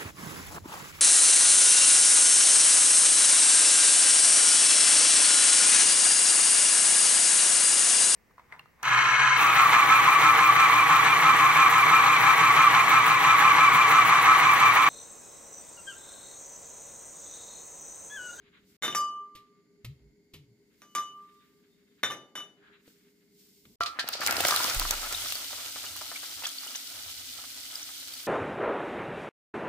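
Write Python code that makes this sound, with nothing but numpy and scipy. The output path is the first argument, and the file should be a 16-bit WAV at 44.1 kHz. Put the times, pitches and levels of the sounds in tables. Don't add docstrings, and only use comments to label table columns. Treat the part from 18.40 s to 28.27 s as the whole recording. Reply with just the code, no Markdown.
import sys
import numpy as np
from scipy import signal
from scipy.fft import rfft, irfft, next_fast_len
from scipy.io import wavfile
from scipy.ndimage import uniform_filter1d

SR = 44100
rng = np.random.default_rng(int(sys.argv[2]) if len(sys.argv) > 2 else 0)


def boost_factor(decibels):
    exponent = np.asarray(decibels, float) / 20
    return 10 ** exponent


def dump_mix(stems):
    frames = np.atleast_2d(stems).T
    limited = np.clip(frames, -1, 1)
    pcm = np.round(limited * 32767).astype(np.int16)
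    wavfile.write(sys.argv[1], SR, pcm)


N = 435246
SIZE = next_fast_len(N)
BIN_HZ = np.maximum(np.fft.rfftfreq(SIZE, 1 / SR), 1)
EARS = np.array([[1], [-1]])


def rms_one(x):
    return x / np.sqrt(np.mean(x ** 2) + 1e-20)


def at_hz(points, hz):
    table_hz, value = np.transpose(points)
    return np.interp(np.log(hz), np.log(table_hz), value)


def coloured(x, spectrum):
    return irfft(rfft(x, SIZE) * boost_factor(at_hz(spectrum, BIN_HZ)), SIZE)[..., :N]


# f/Hz, correlation/1
LIKENESS = [(60, 0.9), (180, 0.8), (550, 0.88), (1650, 0.26), (4970, 0.16), (15000, 0.03)]


def stereo_noise(spectrum):
    alike = np.clip(at_hz(LIKENESS, BIN_HZ), 0, 1)
    mid, side = rfft(rng.standard_normal((2, SIZE)))
    both = np.sqrt(1 + alike) * mid + np.sqrt(1 - alike) * side * EARS
    return rms_one(irfft(both * boost_factor(at_hz(spectrum, BIN_HZ)), SIZE)[:, :N])


def low_band(low_hz, high_hz):
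    sos = signal.butter(2, [low_hz, high_hz], "band", fs=SR, output="sos")
    return rms_one(signal.sosfilt(sos, rng.standard_normal(N)))


def above(x, hz):
    return signal.sosfilt(signal.butter(2, hz, "high", fs=SR, output="sos"), x)


def drift(rate_hz):
    r = np.exp(-80 * np.pi * rate_hz / SR)
    slow = signal.lfilter([1], [1, -2 * r, r * r], rng.standard_normal(N // 40 + 2002))[2000:]
    return np.interp(np.arange(N) / 40, np.arange(len(slow)), rms_one(slow))


def swells(rows):
    t = np.arange(0, N + 32, 32) / SR
    gain = sum(boost_factor(db - 20 * np.maximum((s - t) / rise, (t - s) / fall)) for s, db, rise, fall in rows)
    return np.interp(np.arange(N) / SR, t, gain)


def clicks(times, gains):
    out = np.full(N, 1e-18)
    np.add.at(out, np.round(np.asarray(times) * SR).astype(int), gains)
    return out


def ring(x, hz, t60):
    r, w = boost_factor(-60 / (t60 * SR)), 2 * np.pi * hz / SR
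    return signal.lfilter([0, np.sin(w)], [1, -2 * r * np.cos(w), r * r], x)


def dying(x, t60):
    return signal.lfilter([1], [1, -boost_factor(-60 / (t60 * SR))], x)


def glide(start_hz, end_hz, u):
    return np.sin(2 * np.pi * np.cumsum(start_hz + (end_hz - start_hz) * u) / SR)


def add(out, s, piece):
    i = round(s * SR)
    out[..., i:i + piece.shape[-1]] += piece[..., :N - i]


def room(x):
    t60_s, send_db = 0.33, -10
    t = np.arange(int(.6 * SR)) / SR
    mid, side = rng.standard_normal((2, len(t))) * boost_factor(-60 * t / t60_s) * (t > .003)
    tail = signal.lfilter([1], [1, -.4], mid + above(side, 650) * EARS)
    tail /= np.sqrt(np.sum(tail ** 2) / 2)
    return boost_factor(send_db) * signal.fftconvolve(x[None], tail, axes=1)[:, :N]


# f/Hz, density/dB
AIR = [(530, -49.5), (900, -11.5), (1340, -30), (1520, -9), (1680, -21), (2160, 0.5), (2430, -24.5),
       (3970, -19), (4520, -6.5), (5890, -21.5), (7130, -8.5), (7840, -33), (10500, -22.5), (15700, -38)]
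ROOM = [(59, -73.5), (100, -29), (183, -4), (285, -7), (324, -8), (372, -22), (404, 2), (443, -18.5),
        (900, -40), (1170, -66.5), (1980, -120)]
DULL = [(410, -53.5), (700, -25.5), (1150, -10.5), (1600, -4), (2300, -6.5), (4000, -9.5), (5200, -50.5),
        (8800, -120)]
BRIGHT = [(1470, -38), (2500, -6.5), (5320, 0.5), (5890, -3.5), (7360, -1.5), (10700, -8), (14900, 1),
          (15800, -19)]
# peak t/s, level/dB, rise/s, fall/s
DRAGS = [
    (0.05, -66.5, 0.64, 0.63),
    (1.05, -79, .1, 0.16),
    (2.41, -79, 0.16, 0.18),
    (3.0, -73, 0.6, 1),
    (3.6, -72.5, 0.053, 0.23),
    (4.24, -71.5, 0.081, 0.99),
    (4.36, -74, 0.34, 0.12),
    (4.47, -71, 0.062, 0.12),
    (5.254, -48.5, 0.0031, 0.01),
]
# peak t/s, level/dB, rise/s, fall/s
SWISHES = [
    (.3, -67.5, 0.1, 0.19),
    (2.41, -76.5, 0.15, 0.51),
    (2.98, -76, 1, 0.93),
    (3.6, -86, 0.42, 0.13),
    (4.48, -65.5, 0.069, 0.41),
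    (5.0, -63, 0.1, 0.85),
    (5.25, -79, 1, 0.53),
]
# peak t/s, level/dB, rise/s, fall/s
SHIFTS = [
    (0.0, -73, 0.12, 0.44),
    (.36, -78.5, 0.21, 0.075),
    (1.6, -70.5, 0.16, 0.19),
    (2.05, -78.5, 0.16, 0.6),
    (5.27, -68, .05, 0.51),
]
# peak t/s, level/dB, rise/s, fall/s
SCUFF = [
    (4.23, -63.5, 0.037, 0.17),
    (4.3, -65, 0.087, 0.087),
]
# peak t/s, level/dB, rise/s, fall/s
RUB = [
    (2.89, -75, .04, .08),
    (3.0, -72, .05, .1),
    (3.33, -76, 0.066, .15),
    (3.5, -81, 0.087, .15),
]


def living_room():
    drone_hz, drone_db = 410, -74
    t = np.arange(N) / SR
    drone = np.sqrt(2) * boost_factor(drone_db + 0.4 * drift(3.4)) * np.sin(2 * np.pi * drone_hz * t)
    still = boost_factor(-75.5 - 2.5) * stereo_noise(AIR) + boost_factor(-67) * stereo_noise(ROOM)
    heavy = (boost_factor(-89) + swells(DRAGS)) * boost_factor(3.9 * drift(14)) * stereo_noise(DULL)
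    thin = (boost_factor(-87) + swells(SWISHES)) * boost_factor(1.0 * drift(13)) * stereo_noise(BRIGHT)
    shake = (boost_factor(-83.5) + swells(SHIFTS)) * boost_factor(2.5) * low_band(49, 260)
    grain = rng.standard_normal((2, N))
    scuff = swells(SCUFF) * rms_one(ring(grain, 1640, 0.008))
    rub = swells(RUB) * rms_one(ring(grain, 3650, 0.03))
    return still + drone + heavy + thin + shake + scuff + rub


# t/s, level/dB, start f/Hz, end f/Hz, length/s
THUMPS = [
    (1.435, -42, 96, 161, 0.11),
    (1.45, -50, 68, 80, 0.093),
    (1.59, -57, 63.4, 48, 0.14),
    (1.6, -59, 127, 159.4, 0.094),
    (1.93, -53.5, 178, 124, 0.13),
    (1.94, -57, 96, 84.7, 0.082),
    (2.05, -61, 111, 127, 0.1),
]


def wobble():
    out = np.zeros(N)
    for s, db, start_hz, end_hz, length in THUMPS:
        u = np.arange(int(length * SR)) / (length * SR)
        add(out, s, boost_factor(db) * np.sin(np.pi * u ** 1.04) * glide(start_hz, end_hz, u))
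    return out


# f/Hz, density/dB
CRUNCH = [(290, -0.5), (500, -8), (748, -17.5), (1290, -8.5), (1510, -19), (2040, -4), (3580, -3),
          (9790, -19.5), (13200, -10.5), (15500, -32)]
# t/s, crunch/dB, thump/dB, thump f/Hz, crunch t60/s
POUNDS = [
    (0.9527, -41, -70, 115, 0.15),
    (1.4471, -33.5, -51, 112.7, 0.076),
    (1.9375, -39, -63.5, 117, 0.14),
    (4.4784, -49, -56.5, 466, 0.021),
    (5.254, -49, -69, 460, 0.033),
]


def pounding():
    out, t = np.zeros(N), np.arange(int(.4 * SR)) / SR
    grit = rms_one(coloured(rng.standard_normal(N), CRUNCH))
    for s, crunch_db, thump_db, hz, t60 in POUNDS:
        swell = (1 - np.exp(-t / (0.011 * t60))) ** 2
        puff = grit[round(s * SR):][:len(t)] * swell * boost_factor(crunch_db - 6.0 - 60 * t / t60)
        floor = np.sin(2 * np.pi * hz * t) + np.sin(2 * np.pi * 0.7 * hz * t)
        add(out, s - t60 / 50, puff + floor * boost_factor(thump_db + 6.5 - 60 * t / (1.5 * t60)))
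    return out


# f/Hz; then level/dB, t60/s
SHIMMER_HZ = [4875, 5782, 6092, 6918, 7260, 7773, 8800, 9141, 9418, 9800, 10150, 11125, 11930, 12280]
SHIMMER = [(-6.5, 0.3), (2.5, 0.14), (-6.5, 0.41), (-4.5, 0.11), (2, 0.25), (-18.5, 0.063), (-13, 0.092),
           (-11, 0.15), (-14.5, 0.16), (-9.5, 0.17), (-11, 0.3), (-14, 0.17), (-10, 0.14), (-11.5, 0.15)]
# f/Hz; then level/dB, t60/s
PESTLE_TOP_HZ = [7542, 9028, 12640, 13310, 13670, 14320, 14880, 15310]
PESTLE_TOP = [(-14.5, .15), (-14, .12), (-11, 0.16), (-15.5, .1), (-18, .12), (-31, .1), (-17, .15), (-31, .08)]
# f/Hz, density/dB
CLATTER = [(120, -64.5), (200, -13), (1010, -15.5), (1380, -8), (1510, -7), (3240, -19.5), (3550, -10),
           (4250, -20.5), (4550, -46.5), (5910, -13), (8200, -38.5), (9500, -14), (10700, -35),
           (12000, -19), (13700, -40.5), (14900, -26.5), (15700, -41.5)]
# f/Hz, gain/dB
RUMBLE = [(3000, -1), (3700, -3.5), (4500, -10), (5500, 0.5), (7600, -3), (8300, -6.5), (9300, -7),
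          (15000, -10)]


def bowl(s, clatter_db, hum_db, second_db, high_db, place_rad, damping):
    hum = (1179, 1184.5), 0.71, hum_db - 0.5, place_rad   # halves/Hz, t60/s, level/dB, angle/rad
    second = (2970.5, 2973.5), 0.58, second_db + 6.0, -.5
    out = np.zeros(N)
    for (low_hz, high_hz), t60, db, turn in (hum, second):
        out += ring(clicks(s, boost_factor(db) * np.sin(turn)), low_hz, t60 * damping)
        out += ring(clicks(s, boost_factor(db) * np.cos(turn)), high_hz, t60 * damping)
    chance_db = rng.normal(0, 1.5, (len(s), len(SHIMMER + PESTLE_TOP)))
    buzz = rng.standard_normal(N)
    for k, (hz, (db, t60)) in enumerate(zip(SHIMMER_HZ + PESTLE_TOP_HZ, SHIMMER + PESTLE_TOP)):
        struck = clicks(s, boost_factor(high_db + db - 5.5 + chance_db[:, k]))
        struck += 0.064 * buzz * dying(struck, 0.14)
        t60 = t60 * damping ** .25
        out += ring(struck, hz, t60) - 0.31 * ring(struck, hz * 1.004, 1.3 * t60)
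    blows = clicks(s, boost_factor(clatter_db - 8.0))
    noise = rms_one(coloured(rng.standard_normal(N), CLATTER))
    contact = 0.8 * noise * dying(blows, 0.01)
    rumble = 0.35 * coloured(noise, RUMBLE) * dying(blows, 0.17)
    thud = 0.053 * low_band(77, 660) * dying(blows, 0.62)
    return out + contact + rumble + thud


# t/s, clatter/dB, hum/dB, second mode/dB, place/rad
BLOWS = [
    (0.549, -17.5, -23, -40, -0.38),
    (2.4188, -36, -58.5, -65.5, 0.12),
    (2.5505, -19.5, -24, -44.5, -0.29),
    (3.6362, -34, -47.5, -48.5, 0.27),
    (3.9535, -26.5, -68, -36, 0.8),
]
UPPER_BELOW_DB = [7.7, 2.6, 15, 12, 12]
# t/s, until t/s, hum gain/dB, higher modes gain/dB
RESTS = [
    (0.673, 2.41, 3.5, -2.7),
    (2.487, 2.563, -1.5, 5),
    (2.599, 3.624, -10.5, 2),
    (2.726, 3.63, 6.5, -14.5),
    (4.029, 5.4, -5, -25),
]
# t/s, clatter/dB, hum/dB, second mode/dB, upper modes/dB
RATTLE = [(0.4234, -24, -38, -47, -38), (0.434, -21, -40, -38, -49), (0.4414, -24.5, -40.5, -45, -51),
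          (0.4483, -22, -50, -32, -52), (0.4615, -33.5, -44.5, -32.5, -53.5),
          (0.4802, -25, -31.5, -30.5, -59.5), (0.503, -35, -46, -37, -59), (0.526, -36.5, -43, -30.5, -60),
          (2.562, -30.5, -42, -44, -48), (2.5829, -29, -42, -45, -55), (3.6317, -20, -40, -42, -44),
          (3.6352, -16, -40.5, -50, -54), (3.6448, -29, -36.5, -43, -52.5), (3.702, -35, -33, -31, -51),
          (3.709, -29, -41.5, -58, -64), (3.719, -29.5, -50, -42, -57), (3.956, -29, -60, -57, -45),
          (3.976, -31.5, -40, -46, -58), (4.002, -34, -43, -66.5, -68)]
# f/Hz; then level/dB, t60/s
PESTLE_HZ = [1513, 1696, 1846, 2090, 2137, 3020, 3610, 3714, 3887, 3960]
PESTLE = [(-6, .09), (-10.5, 0.072), (-4.5, .09), (-3, .06), (-4.5, 0.087), (-10.5, 0.22), (2, 0.18),
          (-16.5, .12), (-13, 0.2), (-20, .12)]


def mortar():
    s, clatter_db, hum_db, second_db, place_rad = np.transpose(BLOWS)
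    free = bowl(s, clatter_db, hum_db, second_db, hum_db - UPPER_BELOW_DB, place_rad, damping=1.0)
    t, hum_mute_db, high_mute_db = np.arange(N) / SR, 0, 0
    for at, until, hum, high in RESTS:
        resting = np.clip((t - at) / 0.023, 0, 1) * (t < until)
        hum_mute_db = hum_mute_db + hum * resting
        high_mute_db = high_mute_db + high * resting
    low = coloured(free, [(1600, 0), (2300, -60)])
    free = low * boost_factor(hum_mute_db) + (free - low) * boost_factor(high_mute_db)

    s, clatter_db, hum_db, second_db, upper_db = np.transpose(RATTLE)
    choked = bowl(s, clatter_db, hum_db, second_db, upper_db + 1.5, 0.063, damping=0.14)
    firm_db = -25
    knocks = clicks(s, boost_factor(-38.5 + 1.76 * (clatter_db - firm_db)))
    pestle = sum(boost_factor(db) * ring(knocks, hz, t60) for hz, (db, t60) in zip(PESTLE_HZ, PESTLE))
    return above(free + choked + pestle, 170)


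# f/Hz, density/dB
FLAME = [(71, -29), (120, -4.5), (161, -54), (177, -4), (219, -11), (257, 8.5), (427, -14), (500, -8.5),
         (1500, -33), (1950, -51), (3300, -120)]
# peak t/s, level/dB, rise/s, fall/s
NUDGES = [
    (5.405, -60, 0.046, 0.17),
    (6.0, -52.5, 0.26, 0.54),
    (6.36, -41, 0.029, 0.17),
    (6.75, -58, 0.15, 0.57),
    (7.2, -67, 0.083, 0.44),
    (7.5, -62, 0.1, 0.33),
    (7.97, -65, 0.073, 0.12),
    (8.63, -61.5, 0.18, 1),
    (9.73, -71, 0.56, 0.33),
]
# peak t/s, level/dB, rise/s, fall/s
ROCKING = [
    (5.405, -50, .05, 0.045),
    (6.37, -32, 0.014, 0.31),
]


def stove():
    t, lead_rad = np.arange(N) / SR, 0.2 * EARS
    rock = np.sin(2 * np.pi * 28.2 * t + lead_rad) + 0.25 * np.sin(2 * np.pi * 50 * t + lead_rad)
    sway = np.sqrt(2) * swells(ROCKING) * rock * boost_factor(.5 * EARS)
    bump = low_band(68, 111.3) + 0.28 * low_band(58, 100) * EARS
    return (boost_factor(-116) + swells(NUDGES)) * bump + boost_factor(-65.5) * stereo_noise(FLAME) + sway


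# f/Hz, density/dB
SIMMER = [(88, -25), (150, -59), (173, -18), (311, -9.5), (450, -12), (675, -3.5), (1100, -6.5),
          (1360, 3.5), (1590, -4.5), (2600, -6), (3380, -18), (5720, -120)]
# peak t/s, level/dB, rise/s, fall/s
POURING = [
    (5.6, -48.5, 0.072, 1),
    (5.9, -36.5, 0.075, 0.2),
    (6.15, -41.5, 0.5, 1),
]


def simmer(fizz_db):
    settled_db = -37.5
    level = boost_factor(-54.5 + 1.17 * (fizz_db - settled_db)) + swells(POURING)
    return level * boost_factor(3.23 * drift(15.0)) * stereo_noise(SIMMER)


# f/Hz, density/dB
FIZZ = [(880, -58), (1500, -7.5), (1810, -12.5), (1980, -8), (2710, -6.5), (2930, -1), (4610, 1),
        (7040, -2.5), (8580, -2.5), (10900, -6), (14900, -3.5), (15800, -10.5)]


def fizz(level_db):
    bursts_per_s = 6000 * boost_factor(3 * drift(25))
    sizes = boost_factor(4.3 * np.minimum(rng.exponential(1, (2, N)), 5)) * rng.choice([-1, 1], (2, N))
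    born = sizes * (rng.random((2, N)) < bursts_per_s / SR)
    dealt = rng.integers(0, 12, (2, N))
    grains = 0
    for k, hz in enumerate(np.geomspace(2000, 15000, 12)):
        grains = grains + ring(born * (dealt == k) + 1e-18, hz, 15.0 / hz) * np.sqrt(hz)
    grains = rms_one(coloured(grains, FIZZ))
    return boost_factor(level_db + .5 * drift(18)) * rms_one(0.84 * grains + stereo_noise(FIZZ))


# t/s, level/dB
GULPS = [(6.552, -42), (6.63, -25.5), (6.712, -26), (6.827, -65), (6.859, -30.5), (6.917, -39),
         (6.953, -33), (7.001, -36), (7.042, -38), (7.107, -35), (7.131, -29.5), (7.185, -39),
         (7.359, -27.5), (7.439, -29), (7.56, -33.5), (7.612, -26), (7.716, -28.5), (7.831, -31),
         (8.022, -31), (8.234, -39), (8.661, -38.5), (8.988, -39), (9.039, -38), (9.35, -48), (9.489, -41),
         (9.8, -43), (5.6885, -26.5), (8.037, -32), (8.065, -30), (8.265, -34.5)]


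def gulps():
    s, db = np.transpose(GULPS)
    note = rms_one(ring(rng.standard_normal(N), 1328, 0.046))
    return (low_band(530, 1890) + boost_factor(-5.5) * note) * dying(clicks(s, boost_factor(db - 10)), 0.047)


# t/s, level/dB, note f/Hz
POPS = [(6.7251, -40, 5650), (6.7461, -19, 3760), (6.8578, -27, 5700), (6.9236, -36, 4430),
        (6.9543, -22, 4600), (7.2644, -40, 5640), (7.464, -31, 2930), (8.0542, -17, 3380),
        (8.0865, -31, 3230), (8.1828, -22.5, 4500), (7.759, -25, 2280), (8.277, -27, 2990),
        (8.3474, -25, 2960), (8.358, -23, 6220), (9.354, -21.5, 5000), (9.4275, -26, 6020),
        (9.7374, -28, 4600)]


def pops():
    length_s, rise = 0.0068, 0.053
    out, u = np.zeros((2, N)), np.arange(int(length_s * SR)) / (length_s * SR)
    for (s, db, hz), (side, turn) in zip(POPS, rng.normal(0, 1, (len(POPS), 2))):
        phase = 2 * np.pi * np.cumsum(hz * (1 + rise * (u - .5))) / SR + 0.76 * turn * EARS
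        add(out, s, boost_factor(db - 6.5 + 1.03 * side * EARS) * np.sin(np.pi * u ** 0.77) * np.sin(phase))
    return out


# t/s, level/dB, note f/Hz
SPITS = [(5.4101, -26.5, 4370), (5.46, -23, 4230), (5.593, -19.5, 4200), (5.6778, -25, 4700),
         (5.6879, -19.5, 3930), (5.8632, -10, 5740), (5.8734, -13, 4360), (5.91, -14, 5140),
         (5.882, -14, 2000), (5.925, -15, 1890), (6.051, -8, 2050), (6.243, -15.5, 4870),
         (5.967, -15, 5100), (6.0035, -11.5, 3340), (6.0492, -11, 3830), (6.084, -11, 6430),
         (6.1094, -11, 4430), (6.1615, -12, 4100), (6.2797, -20, 3750), (6.2976, -12.5, 5340),
         (6.345, -19, 8600), (6.3965, -15.5, 4730), (6.5086, -14, 6100), (6.7259, -22, 8380),
         (6.922, -18.5, 3700), (8.053, -20, 3600), ]
# t/s, level/dB
CRACKS = [(5.4066, -51), (5.6885, -25.5), (5.7258, -40.5), (5.7387, -42), (5.752, -44), (5.8075, -34),
          (5.8365, -35), (5.8647, -23.5), (5.8731, -19.5), (5.909, -24), (6.007, -22.5), (5.925, -29),
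          (5.9685, -30.5), (6.0509, -32), (6.0708, -26), (6.0838, -20.5), (6.1078, -25), (6.1629, -22),
          (6.2425, -26), (6.28, -38), (6.2995, -37), (6.3477, -28), (6.3972, -22.5), (6.491, -39.5),
          (6.5097, -20), (6.726, -29.5), (6.924, -29), (6.954, -29.5), (7.565, -33.5), (7.758, -45),
          (8.2727, -39), (8.359, -40), (9.355, -37), (9.738, -38.5)]
# t/s, level/dB, start f/Hz, end f/Hz, length/s
SQUEALS = [
    (5.431, -33.5, 3020, 6800, 0.0086),
    (8.032, -40.5, 2390, 4840, 0.028),
    (8.065, -35.5, 4570, 8900, 0.01),
    (8.349, -40, 3275, 7300, 0.013),
]
# peak t/s, level/dB, rise/s, fall/s
SEETHE = [
    (5.68, -38, 0.011, .05),
    (5.737, -36.5, 0.018, 0.089),
    (5.785, -42.5, 0.069, .04),
    (5.81, -38, 0.017, .1),
    (5.855, -43, 0.028, .03),
]


def spits():
    splash_until_s = 5.63
    out, t = np.zeros((2, N)), np.arange(int(.1 * SR)) / SR
    for (s, db, hz), wet in zip(SPITS, rng.standard_normal((len(SPITS), 2, len(t)))):
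        t60 = .12 if s < splash_until_s else .018
        burst = rms_one(ring(wet + 0.097 * wet[::-1], hz, 7.4 / hz))
        add(out, s, burst * boost_factor(db - 6.0 - 60 * t / t60))
    for (s, db), dry in zip(CRACKS, rng.standard_normal((len(CRACKS), 2, len(t)))):
        dry = 0.45 * dry + 0.85 * dry.mean(axis=0) + 2.2 * (t == 0)
        fall = boost_factor(db + 5.0 - 60 * t / 0.003) + boost_factor(db - 5.5 - 60 * t / 0.018)
        add(out, s, signal.lfilter([1.3, -.7], [1], dry) * fall)
    for s, db, start_hz, end_hz, length in SQUEALS:
        u = np.arange(int(length * SR)) / (length * SR)
        rough = 1 + 7.8 * uniform_filter1d(rng.standard_normal(len(u)), size=12)
        add(out, s, boost_factor(db) * np.sin(np.pi * u) * rough * glide(start_hz, end_hz, u ** 2))
    seething = rms_one(ring(rng.standard_normal((2, N)), 4600, 0.0017))
    out += swells(SEETHE) * boost_factor(3.0 * drift(36)) * seething
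    return above(out, 620)


# f/Hz; then level/dB, t60/s
PAN_HZ = [575, 700, 1036, 1174, 1206, 1244, 1366, 1600, 1735, 1860, 2005, 2401, 2955, 4517]
PAN = [(5.5, 0.11), (18, 0.089), (-9, 0.27), (-21, 0.15), (-16, 0.41), (-12, 0.4), (5.5, 0.16), (3.5, 0.15),
       (3, 0.086), (2, 0.11), (-11, 0.18), (-6, 0.4), (18, 0.29), (-10, 0.076)]
# f/Hz, level/dB, t60/s
BARE_PAN = [(697, -8.5, .2), (1030, -27, .4), (1179, -7, .35), (1242, -7, 0.47), (1352, 9, 0.095),
            (1940, -12, 0.15), (2390, -18, 0.37), (2980, -11, .14)]
# t/s, level/dB, note f/Hz
DROPS = [(5.408, -11.5, 1280), (5.589, -18.5, 1730), (5.642, -29, 574), (5.752, -31, 573),
         (5.8, -28.5, 574), (5.816, -16, 1620), (5.832, -21, 1250), (5.863, -26, 774), (5.892, -15, 1680),
         (5.982, -22, 560), (6.005, -17.5, 630), (6.038, -16.5, 1400), (6.05, -16, 757), (6.086, -15, 1390),
         (6.107, -16, 1300), (6.122, -9.5, 1240), (6.14, -13.5, 1390), (6.168, -19.5, 1390),
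         (6.203, -16, 1340), (6.246, -15.5, 1260), (6.266, -24, 1010), (6.415, -19, 1250),
         (6.451, -18.5, 1330), (6.507, -25.5, 814)]


def pan_knocks():
    covered_s, smother = 5.62, 0.21
    s, db, note_hz = np.transpose(DROPS)
    out, t = np.zeros(N), np.arange(int(.06 * SR)) / SR
    chance_db = rng.normal(0, 1.0, (len(s), len(PAN)))
    for k, (hz, (mode_db, t60)) in enumerate(zip(PAN_HZ, PAN)):
        near_db = -38 * np.abs(np.log2(hz / note_hz))
        strength = boost_factor(db + mode_db + near_db - 11.5 + chance_db[:, k])
        out += ring(clicks(s, strength * (s < covered_s) * (s > s[0])), hz, t60)
        out += ring(clicks(s, 0.72 * strength * (s >= covered_s)), hz, t60 * smother)
    for hz, mode_db, t60 in BARE_PAN:
        out += ring(clicks(s[:1], boost_factor(-26.5 + mode_db)), hz, t60)
    for (at, level_db, hz), wet in zip(DROPS, rng.standard_normal((len(s), len(t)))):
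        patter = rms_one(ring(ring(wet, hz, 0.0039), hz, 0.0039)) * (1 - np.exp(-t / .0012))
        bare_db = -7 * (at < covered_s)
        add(out, at, patter * boost_factor(level_db - 5.5 + bare_db - 60 * t / 0.025))
    return above(out, 234)


# t/s, fizz level/dB
VIGOUR = [(5.405, -51), (5.565, -65.5), (5.7, -52.5), (5.79, -58), (5.83, -38), (5.95, -36), (6.07, -28),
          (6.24, -29.5), (6.4, -33), (6.6, -35.5), (6.9, -34.5), (7.05, -37.5), (7.58, -39.5), (8.0, -40),
          (8.45, -41), (9.13, -41.5), (9.87, -41.5)]
# from t/s, to t/s
CUTS = [
    (0.368, .418),
    (5.358, 5.404),
]


def scene():
    t = np.arange(N) / SR
    fizz_db = np.interp(t, *np.transpose(VIGOUR))
    brass = mortar() + pounding() + wobble()
    pan = pan_knocks() + gulps()
    spit = spits() + pops()
    frying = fizz(fizz_db) + simmer(fizz_db) + stove() + pan + spit
    out = np.where(t < CUTS[1][0], living_room() + brass * boost_factor(.2 * EARS), frying)
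    out += room(0.8 * brass + pan + .7 * spit.mean(axis=0))
    for start, end in CUTS:
        out *= np.clip(np.maximum(start - t, t - end) / 0.0014, 0, 1)
    return out


def roll_off(x):
    return signal.sosfilt(signal.butter(12, 16840, fs=SR, output="sos"), x)


# f/Hz, left over right/dB
PORTS = [(60, -3.5), (130, 1.5), (290, 1), (640, 0), (1410, 0.5), (3100, 0.5), (8000, -1), (12500, 0.5)]
# f/Hz, phase/rad
LEFT_LEAD = [(250, 0), (600, .3), (1200, .6), (2000, 1), (3000, 1.4), (15000, 1.6)]


def record(dry):
    halves = [[(hz, sign * db / 2) for hz, db in PORTS] for sign in (1, -1)]
    dry = np.array([coloured(x, half) for x, half in zip(dry, halves)])
    lead_rad = at_hz(LEFT_LEAD, BIN_HZ) / 2 * EARS
    dry = irfft(rfft(dry, SIZE) * np.exp(1j * lead_rad), SIZE)[:, :N]
    dull = signal.sosfilt(signal.cheby2(12, 45, 16000, fs=SR, output="sos"), dry)
    top = signal.sosfilt(signal.cheby2(8, 45, [15500, 17000], "band", fs=SR, output="sos"), dry)
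    snap = uniform_filter1d(np.abs(top).mean(axis=0), size=128) > boost_factor(-33)
    mix = dull + top * uniform_filter1d(1. * snap, size=256)
    return roll_off(mix)


dry = scene()
out = record(dry)
dump_mix(out)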